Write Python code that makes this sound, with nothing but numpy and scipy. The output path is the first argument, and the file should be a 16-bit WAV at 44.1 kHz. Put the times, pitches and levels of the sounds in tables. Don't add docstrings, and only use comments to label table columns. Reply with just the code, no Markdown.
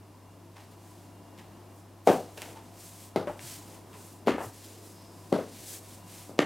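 import sys
import numpy as np
from scipy import signal
from scipy.fft import rfft, irfft, next_fast_len
from scipy.io import wavfile
from scipy.ndimage import map_coordinates

SR = 44100
rng = np.random.default_rng(int(sys.argv[2]) if len(sys.argv) > 2 else 0)


def attenuation_scalar(level_db):
    decades = np.asarray(level_db, float) / 20
    return 10 ** decades


def file_out(sig):
    cols = np.atleast_2d(sig).T
    lim = np.clip(cols, -1, 1)
    pcm = np.round(lim * 32767).astype(np.int16)
    wavfile.write(sys.argv[1], SR, pcm)


N = 284445
SPAN = 1 << 15
LEFT_RIGHT = np.array([[1], [-1]])


def unit(x):
    return x / np.sqrt(np.mean(x ** 2) + 1e-20)


def along(points, hz):
    f, v = np.transpose(points)
    return np.interp(np.log(hz + 1), np.log(f + 1), v)


def wobble(rate):
    knots = rng.standard_normal(int(N * rate / SR) + 4)
    return map_coordinates(knots, [np.arange(N) * rate / SR])


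def spread(pair, gain, alike):
    hz = np.fft.rfftfreq(pair.shape[1], 1 / SR)
    turn = np.arccos(np.clip(along(alike, hz), -1, 1)) / 2
    mid, side = irfft(rfft(pair) * gain(hz) * [np.cos(turn), np.sin(turn)], pair.shape[1])
    return np.array([mid + side, mid - side])


def rush(gain, alike):
    noise = rng.standard_normal((2, next_fast_len(N)))
    return unit(spread(noise, gain, alike)[:, :N])


def resonance(hz, centre, sharp):
    swing = 1j * hz * centre / sharp
    return swing / (centre ** 2 - hz ** 2 + swing)


def swells(rows, rest_db):
    t = np.arange(N) / SR
    power = attenuation_scalar(2 * rest_db)
    for s, db, rise, fall in rows:
        width = np.where(t < s, rise, fall)
        power = power + attenuation_scalar(2 * (db - 6 * ((t - s) / width) ** 2))
    return np.sqrt(power)


# frequency in Hz, level in dB per Hz.
AIR_COLOUR = [(12, -50), (25, -19), (48, -15.5), (80, -15), (125, -11.5), (170, -9.5), (320, -9.5),
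              (434, -15.5), (680, -14), (1050, -16.5), (1440, -25), (2820, -30.5), (12800, -36),
              (15800, -42)]
# frequency in Hz, left-right likeness from 0 to 1.
AIR_LIKENESS = [(25, 0.91), (60, 0.71), (130, 0.94), (290, 0.95), (640, 0.92), (1410, 0.89), (3100, 0.93),
                (6820, 0.64), (15000, .8)]
# frequency in Hz, left over right in dB.
AIR_BALANCE = [(60, -0.5), (110, -0.5), (200, 1.0), (380, 3.0), (700, 3.5), (1290, -1.0), (2380, 1.0),
               (4400, 0.0), (8120, 0.0), (15000, -0.5)]
# frequency in Hz, width in Hz, level in dB over the air.
CASE_WHIRR = [(172, 14, 6), (200, 8, 6), (258, 10, 5), (301, 10, 7), (348, 10, 7), (685, 20, 5),
              (990, 40, 6), (2799, 9, 15)]


def kitchen():
    def colour(hz):
        whirr = 1
        for centre, width, db in CASE_WHIRR:
            whirr = whirr + (attenuation_scalar(db) - 1) / (1 + (2 * (hz - centre) / width) ** 2)
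        return attenuation_scalar(along(AIR_COLOUR, hz)) * whirr

    air = rush(colour, AIR_LIKENESS)
    lean = attenuation_scalar(along(AIR_BALANCE, np.fft.rfftfreq(N, 1 / SR)) / 2 * LEFT_RIGHT)
    air = irfft(rfft(air) * lean, N)
    hum_hz, hum_db, air_db = 99.4, -54.5, -53
    hum = np.sqrt(2) * np.sin(2 * np.pi * hum_hz * np.arange(N) / SR + 0.12 * wobble(5.7))
    hum = attenuation_scalar(hum_db + 0.6 * wobble(5)) * hum
    return attenuation_scalar(air_db + 1.23 * wobble(2.49)) * air + hum


# frequency in Hz, time to die by 60 dB in seconds.
WALL_DECAY = [(100, 0.28), (250, 0.34), (600, 0.33), (1500, 0.28), (4000, 0.27), (12000, 0.32)]
# frequency in Hz, level in dB.
WALL_TONE = [(100, 2.5), (250, 0), (600, -2), (1500, 7), (4000, 4), (12000, 3)]
# frequency in Hz, left-right likeness from 0 to 1.
WALL_LIKENESS = [(200, 1), (1500, 0.98), (3000, 0.99), (7000, 0.93), (15000, .93)]


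def walls(gap=.001, ceiling=.008, before_db=-5, lumps_db=1.6):
    half = SPAN // 2
    hz, t, z = signal.stft(rng.standard_normal((2, half)), SR, nperseg=256)
    fade = attenuation_scalar(-60 * t / along(WALL_DECAY, hz)[:, None])
    tail = signal.istft(z * fade, SR, nperseg=256)[1][:, :half]
    tail = np.pad(tail, ((0, 0), (0, half)))
    tail = spread(tail, lambda f: attenuation_scalar(along(WALL_TONE, f)), WALL_LIKENESS)
    age = np.arange(SPAN) / SR
    echoes = map_coordinates(rng.standard_normal(200), [age * 220])
    onset = np.where(age < ceiling, attenuation_scalar(before_db), 1) * (age > gap) * attenuation_scalar(lumps_db * echoes)
    onset[half:] = 0
    return tail * onset / np.linalg.norm(tail[0] * onset)


def peak(spectrum):
    return spectrum / np.abs(irfft(spectrum)).max()


# time in seconds, left over right in dB.
WALKER_PLACE = [(0, 1.5), (2.1, 2), (3.2, 2.5), (4.3, 2.5), (5.3, 3), (6.3, 2), (6.45, -0.5)]


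def contacts(rows, tip, sharp, bass, skid, room_db):
    out, hz = np.zeros((2, N + SPAN)), np.fft.rfftfreq(SPAN, 1 / SR)
    tick = 0
    for k, (mode_hz, mode_sharp, db) in enumerate(tip):
        tick = tick + (-1) ** k * attenuation_scalar(db) * resonance(hz, mode_hz, mode_sharp)
    tick = peak(tick)
    late = np.exp(-2j * np.pi * hz * 0.00063)
    place_s, place_db = np.transpose(WALKER_PLACE)
    for s, db, knock_hz, tick_db, wet_db in rows:
        soft = resonance(hz, knock_hz, sharp) * resonance(hz, knock_hz, 0.35) / (1j * hz + 1) ** 2
        small = (resonance(hz, bass * knock_hz, 0.91) * 1j * hz) ** 2
        lean = attenuation_scalar(np.interp(s, place_s, place_db) / 2 * LEFT_RIGHT)
        knock = -lean * peak(soft * small) * late
        slips = rng.standard_normal(SPAN) * attenuation_scalar(-60 * np.arange(SPAN) / SR / skid)
        slips = slips / np.linalg.norm(slips)
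        direct = knock + attenuation_scalar(tick_db) * tick * rfft(slips)
        answer = (knock + attenuation_scalar(tick_db) * tick) * attenuation_scalar(room_db + wet_db) * rfft(walls())
        at = round(s * SR)
        out[:, at:at + SPAN] += attenuation_scalar(db) * irfft(direct + answer)
    return out[:, :N]


# start in seconds, knock peak in dB, knock pitch in Hz, tick in dB over the knock,
# room answer in dB.
SCUFF_HITS = [(.559, -50, 910, 1.5, 9), (.59, -56.5, 1500, 9, 4), (1.378, -56, 1500, 13, 5),
              (2.068, -28, 720, -16, 9.5), (2.3745, -40.5, 730, 7, -0.5), (2.378, -40.5, 2400, 10.5, -11),
              (2.381, -36.5, 654, -1, -8), (2.4192, -39.5, 790, 17, -9), (2.422, -36, 2420, -3, -11),
              (2.427, -37, 780, -3, -0.5), (2.45, -44, 780, -10, 6.5), (2.49, -41.5, 475, 0, 2.5),
              (2.56, -51.5, 920, 0.5, 10.5), (3.393, -33.5, 2600, -6, -10), (3.93, -47.5, 1200, 7, 1),
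              (4.262, -42, 497, -7, 17), (5.319, -37.5, 607, -29, 22.5), (6.382, -33, 644, -6, 3)]
# frequency in Hz, sharpness (Q), level in dB.
LIGHT_TIP = [(1500, 1.1, -1.5), (2600, 1.62, 6), (4870, 0.94, 0.5), (9600, 0.97, -5.5)]


def scuffs():
    return contacts(SCUFF_HITS, LIGHT_TIP, sharp=2.2, bass=.58, skid=.0004, room_db=6)


# frequency in Hz, level in dB per Hz.
FIBRE_COLOUR = [(760, -36), (1300, -6.5), (2150, -2), (2710, -2), (4580, 0), (6090, 1), (8260, 2.5),
                (13500, -3.5), (16000, -7.5)]
# peak time in seconds, peak in dB, rise in seconds, fall in seconds,
# dullness in dB.
LEG_BRUSHES = [(.63, -67.5, 0.024, .05, 7), (.72, -65, .02, 0.025, 4), (.92, -64.5, 0.14, 0.16, 3),
               (1.79, -65.5, 0.067, 0.048, -14), (2.10, -47, 0.029, 0.07, 1), (2.2, -60, 0.046, 0.092, 8),
               (2.44, -55, 0.096, 0.11, -2), (2.68, -65.5, .08, .08, 4), (2.84, -52, 0.066, 0.081, 0),
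               (3.02, -54, 0.11, 0.068, 0.5), (3.30, -61, .03, 0.052, 3), (3.49, -46.5, 0.068, 0.092, 2.5),
               (3.73, -57.5, 0.17, .07, 3), (4.05, -55.5, 0.11, 0.11, -1.5),
               (4.44, -51.5, 0.041, 0.055, -2), (4.66, -55, 0.16, 0.14, 3.5),
               (4.87, -56.5, 0.057, 0.092, -0.5), (5.02, -64, .06, 0.068, 5.5),
               (5.19, -62.5, 0.12, 0.24, 0), (5.42, -60, 0.1, 0.11, 7.5), (5.6, -53, 0.086, 0.079, 4),
               (5.73, -44, 0.076, 0.053, -1.5), (5.92, -55, 0.11, 0.077, 1.5),
               (6.15, -52.5, 0.074, 0.13, 2.5)]


def stockings():
    rest_db = -74.5
    bright = swells([row[:4] for row in LEG_BRUSHES], rest_db)
    dull = swells([(s, db + dull_db, rise, fall) for s, db, rise, fall, dull_db in LEG_BRUSHES], rest_db)

    def upper(hz):
        return 1 / (1 + (5200 / (hz + 1)) ** 6)

    def low_colour(hz):
        return attenuation_scalar(along(FIBRE_COLOUR, hz)) * np.sqrt(1 - upper(hz))

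    def high_colour(hz):
        return attenuation_scalar(along(FIBRE_COLOUR, hz)) * np.sqrt(upper(hz))

    low = rush(low_colour, [(3000, 0.99), (7000, 1.0)])
    high = rush(high_colour, [(7000, 0.9), (15000, 0.98)])
    flutter = attenuation_scalar(0.19 * wobble(32) + 0.87 * wobble(110))
    hiss = flutter * (attenuation_scalar(-5.5) * dull * low + attenuation_scalar(1.0) * bright * high)
    return hiss * attenuation_scalar(0.2 * LEFT_RIGHT)


# start in seconds, knock peak in dB, knock pitch in Hz,
# tick in dB over the knock, room answer in dB.
SOLE_LANDING = [
    (2.0725, -4, 745, -13, -2.5),
    (2.0765, -9, 570, -11, -2),
]
# start in seconds, knock peak in dB, knock pitch in Hz,
# tick in dB over the knock, room answer in dB.
WEIGHT_ROLL = [
    (2.089, -10, 580, -16, -7.5),
    (2.099, -9, 483, -18, -6.5),
]
# frequency in Hz, sharpness (Q), level in dB.
SOLE_RING = [(1520, 1.2, 4), (2660, 1.7, 7), (5230, 0.73, -3.5), (9800, 0.87, -22)]


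def stamp():
    landing = contacts(SOLE_LANDING, SOLE_RING, sharp=4.6, bass=0.4, skid=0.021, room_db=5.0)
    return landing + contacts(WEIGHT_ROLL, SOLE_RING, sharp=2.0, bass=0.31, skid=0.022, room_db=5.0)


# start in seconds, peak in dB, pitch in Hz, cycles to the peak.
WEIGHT_SHIFTS = [
    (2.08, -54, 45, 1.3),
    (2.485, -47, 162, 1.1),
    (3.29, -53.5, 40, 0.81),
    (3.438, -41.5, 117, 0.94),
    (4.3, -53, 62, 2.5),
    (4.459, -40.5, 110, 1.15),
    (5.6, -46, 105, 0.66),
    (2.553, -46, 896, 13.5),
]


def floor():
    out, t = np.zeros(N + SR), np.arange(SR // 2) / SR
    for s, db, hz, cycles in WEIGHT_SHIFTS:
        age = t * hz / cycles
        swell = age * np.exp(1 - age)
        out[round(s * SR):][:len(t)] += attenuation_scalar(db) * swell * np.sin(2 * np.pi * hz * t)
    return out[:N]


# peak time in seconds, peak in dB, rise in seconds, fall in seconds.
CLOTH_SWAYS = [
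    (2.65, -69, .3, .5),
    (3.9, -56, 0.25, 0.2),
    (4.8, -53.5, 0.19, 0.13),
    (5.8, -57.5, 0.38, 0.13),
]
# peak time in seconds, peak in dB, rise in seconds, fall in seconds.
LINING_SLIDE = [
    (5.05, -69, .45, .14),
]


def clothes():
    heavy = rush(lambda hz: np.abs(resonance(hz, 348, 1.0)) ** 2, [(400, 0.91)])
    lining = rush(lambda hz: np.abs(resonance(hz, 5100, 7)) ** 2, [(5000, .97)])
    heavy = swells(CLOTH_SWAYS, rest_db=-67.5) * attenuation_scalar(0.89 * wobble(6)) * heavy
    return heavy + swells(LINING_SLIDE, rest_db=-81) * attenuation_scalar(1.8 * wobble(8)) * lining


# start in seconds, knock peak in dB, knock pitch in Hz, tick in dB over the knock,
# room answer in dB.
NEAR_BLOWS = [
    (3.1597, -11, 690, -12.5, -4.5),
    (3.1645, -17.5, 715, -14.5, -3.5),
    (3.174, -23, 370, -32, -4),
    (5.3255, -9, 564, -14.5, -3),
]
# frequency in Hz, sharpness (Q), level in dB.
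NEAR_TIP = [(1160, 3.5, 6), (1490, 3, 3), (2070, 12.5, 4.5), (3010, 2.3, -4), (4630, 3.7, -2.5),
            (6550, 1.8, -11), (10800, 1.9, -15)]


def near_heel():
    return contacts(NEAR_BLOWS, NEAR_TIP, sharp=1.8, bass=0.33, skid=0.018, room_db=5.0)


# start in seconds, knock peak in dB, knock pitch in Hz,
# tick in dB over the knock, room answer in dB.
SOLE_SLAPS = [
    (3.2715, -25, 592, -3, -4),
    (3.277, -27.5, 605, -5, -4),
    (3.296, -28, 837, -8, -8),
    (3.302, -38, 625, -11.5, -1),
]
# frequency in Hz, sharpness (Q), level in dB.
PAD_RING = [(1085, 4, 6), (1820, 2.5, -2), (2740, 5.6, -4), (8000, .8, -38)]


def sole_slaps():
    return contacts(SOLE_SLAPS, PAD_RING, sharp=11.6, bass=0.32, skid=0.024, room_db=5.5)


# start in seconds, knock peak in dB, knock pitch in Hz,
# tick in dB over the knock, room answer in dB.
FAR_BLOWS = [
    (4.272, -11.5, 602, -4, -3),
    (4.2762, -18, 490, -32, 4.5),
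    (4.2815, -10, 1120, -26, -9),
    (6.3905, -6.5, 564, -7, -4),
]
# frequency in Hz, sharpness (Q), level in dB.
FAR_TIP = [(1200, 12.6, 4), (1780, 11, 2), (2060, 5.6, 1.5), (2980, 2.74, -5), (4570, 3.4, -10.5),
           (7000, 3.5, -17), (10900, 2.5, -24.5)]


def far_heel():
    return contacts(FAR_BLOWS, FAR_TIP, sharp=1.0, bass=0.44, skid=0.00073, room_db=4)


# start in seconds, knock peak in dB, knock pitch in Hz,
# tick in dB over the knock, room answer in dB.
BALL_BOUNCES = [
    (4.3815, -20, 860, -8.5, -3),
    (4.405, -24, 890, -11, -1),
    (4.414, -27.5, 990, -8.5, -15),
    (5.385, -27, 550, -7.5, -0.5),
    (6.2935, -32, 560, -23, -2.5),
    (6.312, -37.5, 497, -20, -3),
]


def ball_of_foot():
    return contacts(BALL_BOUNCES, PAD_RING, sharp=2.4, bass=0.28, skid=.004, room_db=6)


def scene():
    steps = scuffs() + stamp() + near_heel() + sole_slaps() + far_heel() + ball_of_foot()
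    return kitchen() + steps + stockings() + floor() + clothes()


def top_cut(x):
    return signal.sosfilt(signal.butter(12, 16510, fs=SR, output="sos"), x)


def record(dry):
    m = next_fast_len(N)
    kept = np.fft.rfftfreq(m, 1 / SR) < 15870
    mix = irfft(rfft(dry, m) * kept, m)[:, :N]
    return top_cut(mix)


dry = scene()
out = record(dry)
file_out(out)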